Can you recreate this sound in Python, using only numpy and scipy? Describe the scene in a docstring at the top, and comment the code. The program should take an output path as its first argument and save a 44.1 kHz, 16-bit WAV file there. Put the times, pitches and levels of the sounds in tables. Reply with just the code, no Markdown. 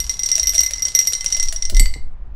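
"""Bright, glassy rings come about twenty times a second: a die shaken in a hard clear plastic cup under a palm.
Each wall hit is a cluster of decaying sines with a noise clack; dry base cracks join from 0.36 s, some in pairs.
The cup is then put down on a padded table: noise knocks, a deep sine sway of the microphone stand, and the
die bounces to rest. Rumble, hand rub, air waft and room noise are coloured noise; the small room is decaying
noise echoes."""
import sys
import numpy as np
from scipy import signal
from scipy.fft import rfft, irfft
from scipy.io import wavfile

SR = 44100
rng = np.random.default_rng(int(sys.argv[2]) if len(sys.argv) > 2 else 0)


def int16_out(signal):
    """Quantize to a 16-bit WAV file."""
    q = np.round(np.clip(np.atleast_2d(signal).T, -1, 1) * 32767)
    wavfile.write(sys.argv[1], SR, q.astype(np.int16))


N = 103635
T = np.arange(N) / SR
AGE = T[:SR // 5]   # seconds since a blow; every blow and echo is cut at 0.2 s

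# Noise colours, relative within each table: hz [Hz], density_db [dB per Hz]
ROOM_NOISE = [(60,0),(130,0),(300,-13),(900,-14),(2000,-25),(5000,-42),(14000,-62)]
# Hands rubbing on the cup: hz [Hz], density_db [dB per Hz]
HANDLING = [(100,-11),(500,-17.5),(1000,-0.5),(3000,-7.5),(9000,-3),(14000,-44.5)]
# Air pushed against the microphone as the arms come down: hz [Hz], density_db [dB per Hz]
WAFT = [(11,8.5),(25,-14.5),(60,-40)]
# Loudness curve of the waft: time_s [s], level_db [dB]
WAFT_LEVEL = [(1.1,-41.5),(1.4,-14),(1.6,-21),(1.95,-12),(2.35,-32)]
# Low rumble of the table and microphone stand: hz [Hz], density_db [dB per Hz]
RUMBLE = [(30,2.5),(48,3.5),(65,0.5),(85,-22),(160,-28)]
# Loudness curve of the rumble: time_s [s], level_db [dB]
RUMBLE_LEVEL = [(0,-27),(0.14,-34.5),(0.22,-40),(0.38,-43),(0.46,-31.5),(0.75,-38),(0.98,-42),(1.24,-40),(1.6,-38),(1.85,-25.5),(2.05,-34.5),(2.35,-31)]
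# Thud of a knock on the table: hz [Hz], density_db [dB per Hz]
KNOCK_COLOUR = [(40,6),(130,-2.5),(220,-4.5),(450,-14),(800,-24),(2000,-43)]
# Cup and hand knocking on the table: start_s [s], level_db [dB]
KNOCKS = [(1.722,-23.5),(1.802,-21.5),(1.956,-29.5),(2.06,-41.5)]
# Die bouncing in the cup as it lands: start_s [s], level_db [dB], lowpass_hz [Hz]
LANDINGS = [(1.7679,-28,8180),(1.7961,-3.5,15000),(1.8205,-30,9200),(1.8576,-9.5,3800),(1.9386,-17,4470)]
# Die on the base, some in close pairs: start_s [s], level_db [dB], air_hz [Hz], resonance of the part-covered cup
BASE_HITS = [(0.3645,-28,663),(0.3799,-18.5,657),(0.535,-24,669),(0.545,-20.5,643),(0.7087,-23,554),(0.8688,-27.5,578),(1.0119,-25,520),(1.1233,-22,513),(1.2443,-22,545),(1.3672,-24,610),(1.5255,-20,656),(1.6984,-20,625)]
# Die on the wall: start_s [s], then levels before the trims below:
# main_db [dB], low_db [dB], top_db [dB], contact_db [dB]
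WALL_HITS = [(0.0014, -11.5, -34.5, -21, -22), (0.0945, -7, -28.5, -27.5, -22.5),
             (0.1928, -11.5, -36.5, -31, -25), (0.2332, -8, -31.5, -34, -22), (0.2603, -7.5, -42, -27, -26),
             (0.2884, -15, -37, -34, -22), (0.3157, -1.5, -29.5, -28, -23), (0.354, -4.5, -34, -28, -25),
             (0.3964, -3, -37, -56, -21.5), (0.4304, -8.5, -29, -24, -26.5),
             (0.471, -2.5, -31, -17.5, -21.5), (0.493, -4, -37.5, -18, -22.5), (0.5503,-9.5,-45,-28,-22),
             (0.5588, -12.5, -49, -30, -23.5), (0.5801, -2, -25.5, -29, -23), (0.5911, -1, -26, -27, -26),
             (0.6054, -9.5, -38, -17, -20), (0.6335, -11, -25.5, -18.5, -20.5), (0.6624, -7, -27, -29, -27),
             (0.735, -9.5, -37, -55, -27.5), (0.7818, -15, -31.5, -53, -61),
             (0.822, -6, -37.5, -20.5, -25.5), (0.8525, -3.5, -31, -63, -23),
             (0.884, -12.5, -66, -75.5, -25.5), (0.9497, -1.5, -24.5, -13.5, -17),
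             (0.9893, -1, -25, -16.5, -17.5), (1.072, -4.5, -26.5, -14, -20),
             (1.1335, -7.5, -33, -69.5, -18.5), (1.1508, -10, -34, -44, -37),
             (1.2083, -12.5, -32, -50, -27.5), (1.261, -3.5, -29.5, -57.5, -23.5),
             (1.3241, -6.5, -31, -31.5, -23), (1.3468, -6, -27.5, -54.5, -28.5),
             (1.3981, -6, -29, -53.5, -23), (1.4277, -7.5, -36, -28.5, -25),
             (1.485, -11.5, -58, -45, -25.5), (1.5613, -11.5, -43, -51, -32),
             (1.6231, -8.5, -35, -60, -25.5), (1.6525, -7, -36, -74, -28),
             (1.7468, -13.5, -31.5, -38.5, -29), (1.7674, -11.5, -28, -29.5, -20.5)]
# Clack of die on wall: hz [Hz], density_db [dB per Hz]
CLACK = [(300,-8.5),(1200,-12),(2400,-6.5),(4200,3.5),(7000,2),(9000,-2),(12500,-14),(14000,-33.5)]
# Clack of die on base: hz [Hz], density_db [dB per Hz]
BASE_CLACK = [(300,-46),(1100,-31),(1800,-1),(4000,0.5),(7500,5),(11000,-6.5),(13500,-14),(16000,-29.5)]
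# Held cup, low ring: pitch_hz [Hz], level_db [dB], t60_s [s]
LOW_MODES = [(2052,-2,.17),(2085,-10,.06)]
# Held cup, middle ring heard within the clack: pitch_hz [Hz], level_db [dB], t60_s [s]
MID_MODES = [(3120,-9,.04),(3690,-7,.055),(4240,-3,.05),(4520,-8,.035),(8500,0,.05)]
# Held cup, main ring: pitch_hz [Hz], level_db [dB], t60_s [s], before any length factor
MAIN_MODES = [(5480,-17,.035),(5600,-10,.05),(5706,-3,.07),(5770,-10,.022),(6090,-23,.06)]
# Held cup, top ring: pitch_hz [Hz], level_db [dB], t60_s [s]
TOP_MODES = [(11450,-6,.022),(11560,-8,.055),(12530,-4,.045),(12700,-6,.015)]
# Base of the held cup: pitch_hz [Hz], level_db [dB], t60_s [s]
BASE_MODES = [(1510,-21.5,0.042),(2950,-21.5,0.019),(7800,-12.5,0.034),(10920,-10.5,0.09),(15500,-16,0.066)]
# Cup standing on the table: pitch_hz [Hz], level_db [dB], t60_s [s], before the length factor
STANDING_MODES = [(2020,-15,.09),(2075,-11,.09),(2945,-26,.08),(4605,-7,.065),(5690,-22,.2),(7650,-15,.13),(7850,-7,.08),(8535,-12,.09),(11540,-23,.09),(11900,-23,.08),(12580,-20,.09),(13080,-21,.1)]

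FLOOR_DB, HANDLING_DB, HANDLING_END_S = -51, -50.5, 1.57
SWAY_S, SWAY_HZ, SWAY_DB = 1.722, 31.86, -3.5
SWAY_RISE_S, SWAY_HOLD_S, SWAY_FALL_S = 0.048, 0.017, 0.12
KNOCK_RISE_S, KNOCK_T60_S = 0.0023, 0.12
SKITTER_PER_S, SKITTER_DB, SKITTER_END_S = 70, -27, 1.5   # mean rate of grazing touches
CLACK_T60_S, BASE_T60_S, LANDING_T60_S = 0.02, 0.027, 0.011
CRACK_DB, BASE_CRACK_DB, CRACK_T60_S = 6.5, 9.5, 0.0039   # the first instant of contact
RING_DB, MID_DB, TOP_DB, CLACK_DB = 1, -3, 0.5, 1.5   # trims on the parts of a wall hit
BASE_CLACK_DB, LANDING_CLACK_DB = -1.5, -3.5
AIR_DB, AIR_T60_S = -17, 0.08
RING_LENGTH, STANDING_LENGTH = 0.92, 0.78   # factors on ring times: cup in the hand, cup on the table
CLEAN_BLOW_SUSTAIN = 0.14   # brighter blows ring longer: dB of ring time per dB of top ring
ATTACK_S, STRIKE_SPREAD_DB = 0.00077, 2.5   # ring onset time constant; spread of mode levels
DETUNE = 0.0038   # spread of each mode's pitch from blow to blow, as a share
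WAVER, WAVER_S = 0.0034, 0.0038   # share by which a ring's pitch wanders, and the time of each step
EARLY_DB, EARLY_T60_S, FIRST_ECHO_S = -10.5, 0.064, 0.0048
ROOM_DB, ROOM_T60_S, ROOM_TREBLE_T60_S, ROOM_SPLIT_HZ = -8, 0.33, 0.32, 11000
CUTOFF_HZ = 16000


def from_db(db):
    """Decibels to gain."""
    return 10 ** (np.asarray(db) / 20)


def noise(spectrum):
    """Noise of rms 1 with the given colour, falling away beyond both ends."""
    hz, db = np.transpose(spectrum)
    f = np.maximum(np.arange(N // 2 + 1) * SR / N, 1)
    colour = from_db(np.interp(np.log(f), np.log(hz), db))
    skirts = (np.minimum(f / hz[0], 1) * np.minimum(hz[-1] / f, 1)) ** 2
    x = irfft(rfft(rng.standard_normal(N)) * colour * skirts, N)
    return x / x.std()


def fade(t60):
    """Exponential decay from a blow, 60 dB in t60 seconds."""
    return np.exp((-np.log(1000) / t60 * AGE).astype("f"))


def add(out, s, sound):
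    """Mix a sound in at time s."""
    i = int(np.clip(s * SR, 0, N - 1))
    out[i:i + len(sound)] += sound[:N - i]


def burst(source, t60, rise_s=0.00024):
    """A decaying snatch of noise: the many short-lived modes of a contact."""
    i = rng.integers(N - len(AGE))
    return source[i:i + len(AGE)] * fade(t60) * (1 - np.exp(-AGE / rise_s))


def ring(modes, length=1):
    """One blow: mode balance and pitch vary at random from blow to blow, and each pitch wavers."""
    hz, db, t60 = np.transpose(modes)[:, :, None]
    strength, detune = rng.standard_normal((2, len(modes), 1))
    gain = from_db(db + STRIKE_SPREAD_DB * strength)
    # The balance shifts but the summed mode power stays put
    gain = gain * np.linalg.norm(from_db(db)) / np.linalg.norm(gain)
    steps = rng.standard_normal((len(modes), 200))
    pitch = hz * (1 + DETUNE * detune + WAVER * steps)
    step_index = (AGE / WAVER_S).astype(int)
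    phase = np.cumsum(np.take(2 * np.pi * pitch / SR, step_index, axis=1), axis=1)
    partials = gain.astype("f") * fade(t60 * length) * np.sin(phase.astype("f"))
    return np.sum(partials, axis=0) * (1 - np.exp(-AGE / ATTACK_S))


def background():
    """Room noise, the soft rub of hands on the cup until it is put down, and the waft of the arms."""
    floor = from_db(FLOOR_DB) * noise(ROOM_NOISE)
    moving = np.interp(T, [HANDLING_END_S, HANDLING_END_S + 0.1], [1, 0])
    rub = from_db(HANDLING_DB) * moving * noise(HANDLING)
    waft = from_db(np.interp(T, *np.transpose(WAFT_LEVEL))) * noise(WAFT)
    return floor + rub + waft


def table_and_stand():
    """Dull knocks, a few deep swings of the microphone stand, and rumble from the moving arms."""
    out, thud = np.zeros(N), noise(KNOCK_COLOUR)
    for s, db in KNOCKS:
        add(out, s, from_db(db) * burst(thud, KNOCK_T60_S, KNOCK_RISE_S))
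    corners = np.cumsum([0, SWAY_RISE_S, SWAY_HOLD_S, SWAY_FALL_S])
    swell = np.sin(np.pi / 2 * np.interp(AGE, corners, [0, 1, 1, 0])) ** 2
    add(out, SWAY_S, from_db(SWAY_DB) * swell * np.sin(2 * np.pi * SWAY_HZ * AGE))
    rumble = from_db(np.interp(T, *np.transpose(RUMBLE_LEVEL))) * noise(RUMBLE)
    return out + rumble


def skitter(spread_db=4, clack_db=-5):
    """Light touches of random time and level as the die tumbles along the wall."""
    out, clack = np.zeros(N), noise(CLACK)
    draws = rng.random((200, 2))
    starts = np.cumsum(2 * draws[:, 0]) / SKITTER_PER_S
    sizes = 2 * draws[:, 1] - 1
    for s, size in zip(starts, sizes):
        if s < SKITTER_END_S:
            touch = ring(MAIN_MODES) + from_db(clack_db) * burst(clack, BASE_T60_S)
            add(out, s, from_db(SKITTER_DB + spread_db * size) * touch)
    return out


def landing():
    """The die bounces as the cup lands, one hard clink standing out; a lowpass dulls the last two bounces most."""
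    out, clack = np.zeros(N), noise(CLACK)
    for s, db, lowpass_hz in LANDINGS:
        contact = from_db(LANDING_CLACK_DB) * burst(clack, LANDING_T60_S)
        blow = ring(STANDING_MODES, STANDING_LENGTH) + contact
        b, a = signal.butter(2, lowpass_hz, fs=SR)
        add(out, s, from_db(db) * signal.lfilter(b, a, blow))
    return out


def base_hits():
    """The stiff base gives a dry crack and stirs the air in the cup, a decaying sine."""
    out, clack = np.zeros(N), noise(BASE_CLACK)
    for s, db, air_hz in BASE_HITS:
        air = from_db(AIR_DB) * fade(AIR_T60_S) * np.sin(2 * np.pi * air_hz * AGE)
        body = from_db(BASE_CLACK_DB) * burst(clack, BASE_T60_S)
        crack = from_db(BASE_CRACK_DB) * burst(clack, CRACK_T60_S)
        add(out, s, from_db(db) * (ring(BASE_MODES) + body + crack + air))
    return out


def wall_hits():
    """The die strikes the wall: a crack, a short clack and a bright ring."""
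    out, clack = np.zeros(N), noise(CLACK)
    mean_top_db = np.mean(WALL_HITS, axis=0)[3]
    for s, main_db, low_db, top_db, contact_db in WALL_HITS:
        length = RING_LENGTH * from_db(CLEAN_BLOW_SUSTAIN * (top_db - mean_top_db))
        main = from_db(main_db + RING_DB) * ring(MAIN_MODES, length)
        low = from_db(low_db) * ring(LOW_MODES)
        top = from_db(top_db + TOP_DB) * ring(TOP_MODES)
        middle = from_db(MID_DB) * ring(MID_MODES)
        body = from_db(CLACK_DB) * burst(clack, CLACK_T60_S)
        crack = from_db(CRACK_DB) * burst(clack, CRACK_T60_S)
        add(out, s, main + low + top + from_db(contact_db) * (middle + body + crack))
    return out


def room(x):
    """Close reflections from the table and boxes, then a short tail whose extreme treble dies slightly faster."""
    near, far = rng.standard_normal((2, len(AGE))) * (AGE > FIRST_ECHO_S)
    lowpass = signal.butter(2, ROOM_SPLIT_HZ, fs=SR, output="sos")
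    highpass = signal.butter(2, ROOM_SPLIT_HZ, "high", fs=SR, output="sos")
    dull = signal.sosfilt(lowpass, far)
    bright = signal.sosfilt(highpass, far[::-1])   # reversed noise, so the treble tail starts at once
    early = near * fade(EARLY_T60_S)
    tail = dull * fade(ROOM_T60_S) + bright * fade(ROOM_TREBLE_T60_S)
    echoes = from_db(EARLY_DB) * early / np.linalg.norm(early)
    echoes = echoes + from_db(ROOM_DB) * tail / np.linalg.norm(tail)
    return x + signal.fftconvolve(x, echoes)[:N]


def scene():
    """Cup and die in the room, over the table, the stand and the background."""
    low = background() + table_and_stand()
    cup = skitter() + landing() + base_hits() + wall_hits()
    return (low + room(cup))[None]


def record(dry):
    """Peaks beyond full scale clip; a steep lowpass then cuts the top."""
    # 70 dB down from 900 Hz above the cutoff
    lowpass = signal.cheby2(12, 70, CUTOFF_HZ + 900, fs=SR, output="sos")
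    return signal.sosfilt(lowpass, np.clip(dry, -1, 1))


dry = scene()
out = record(dry)
int16_out(out)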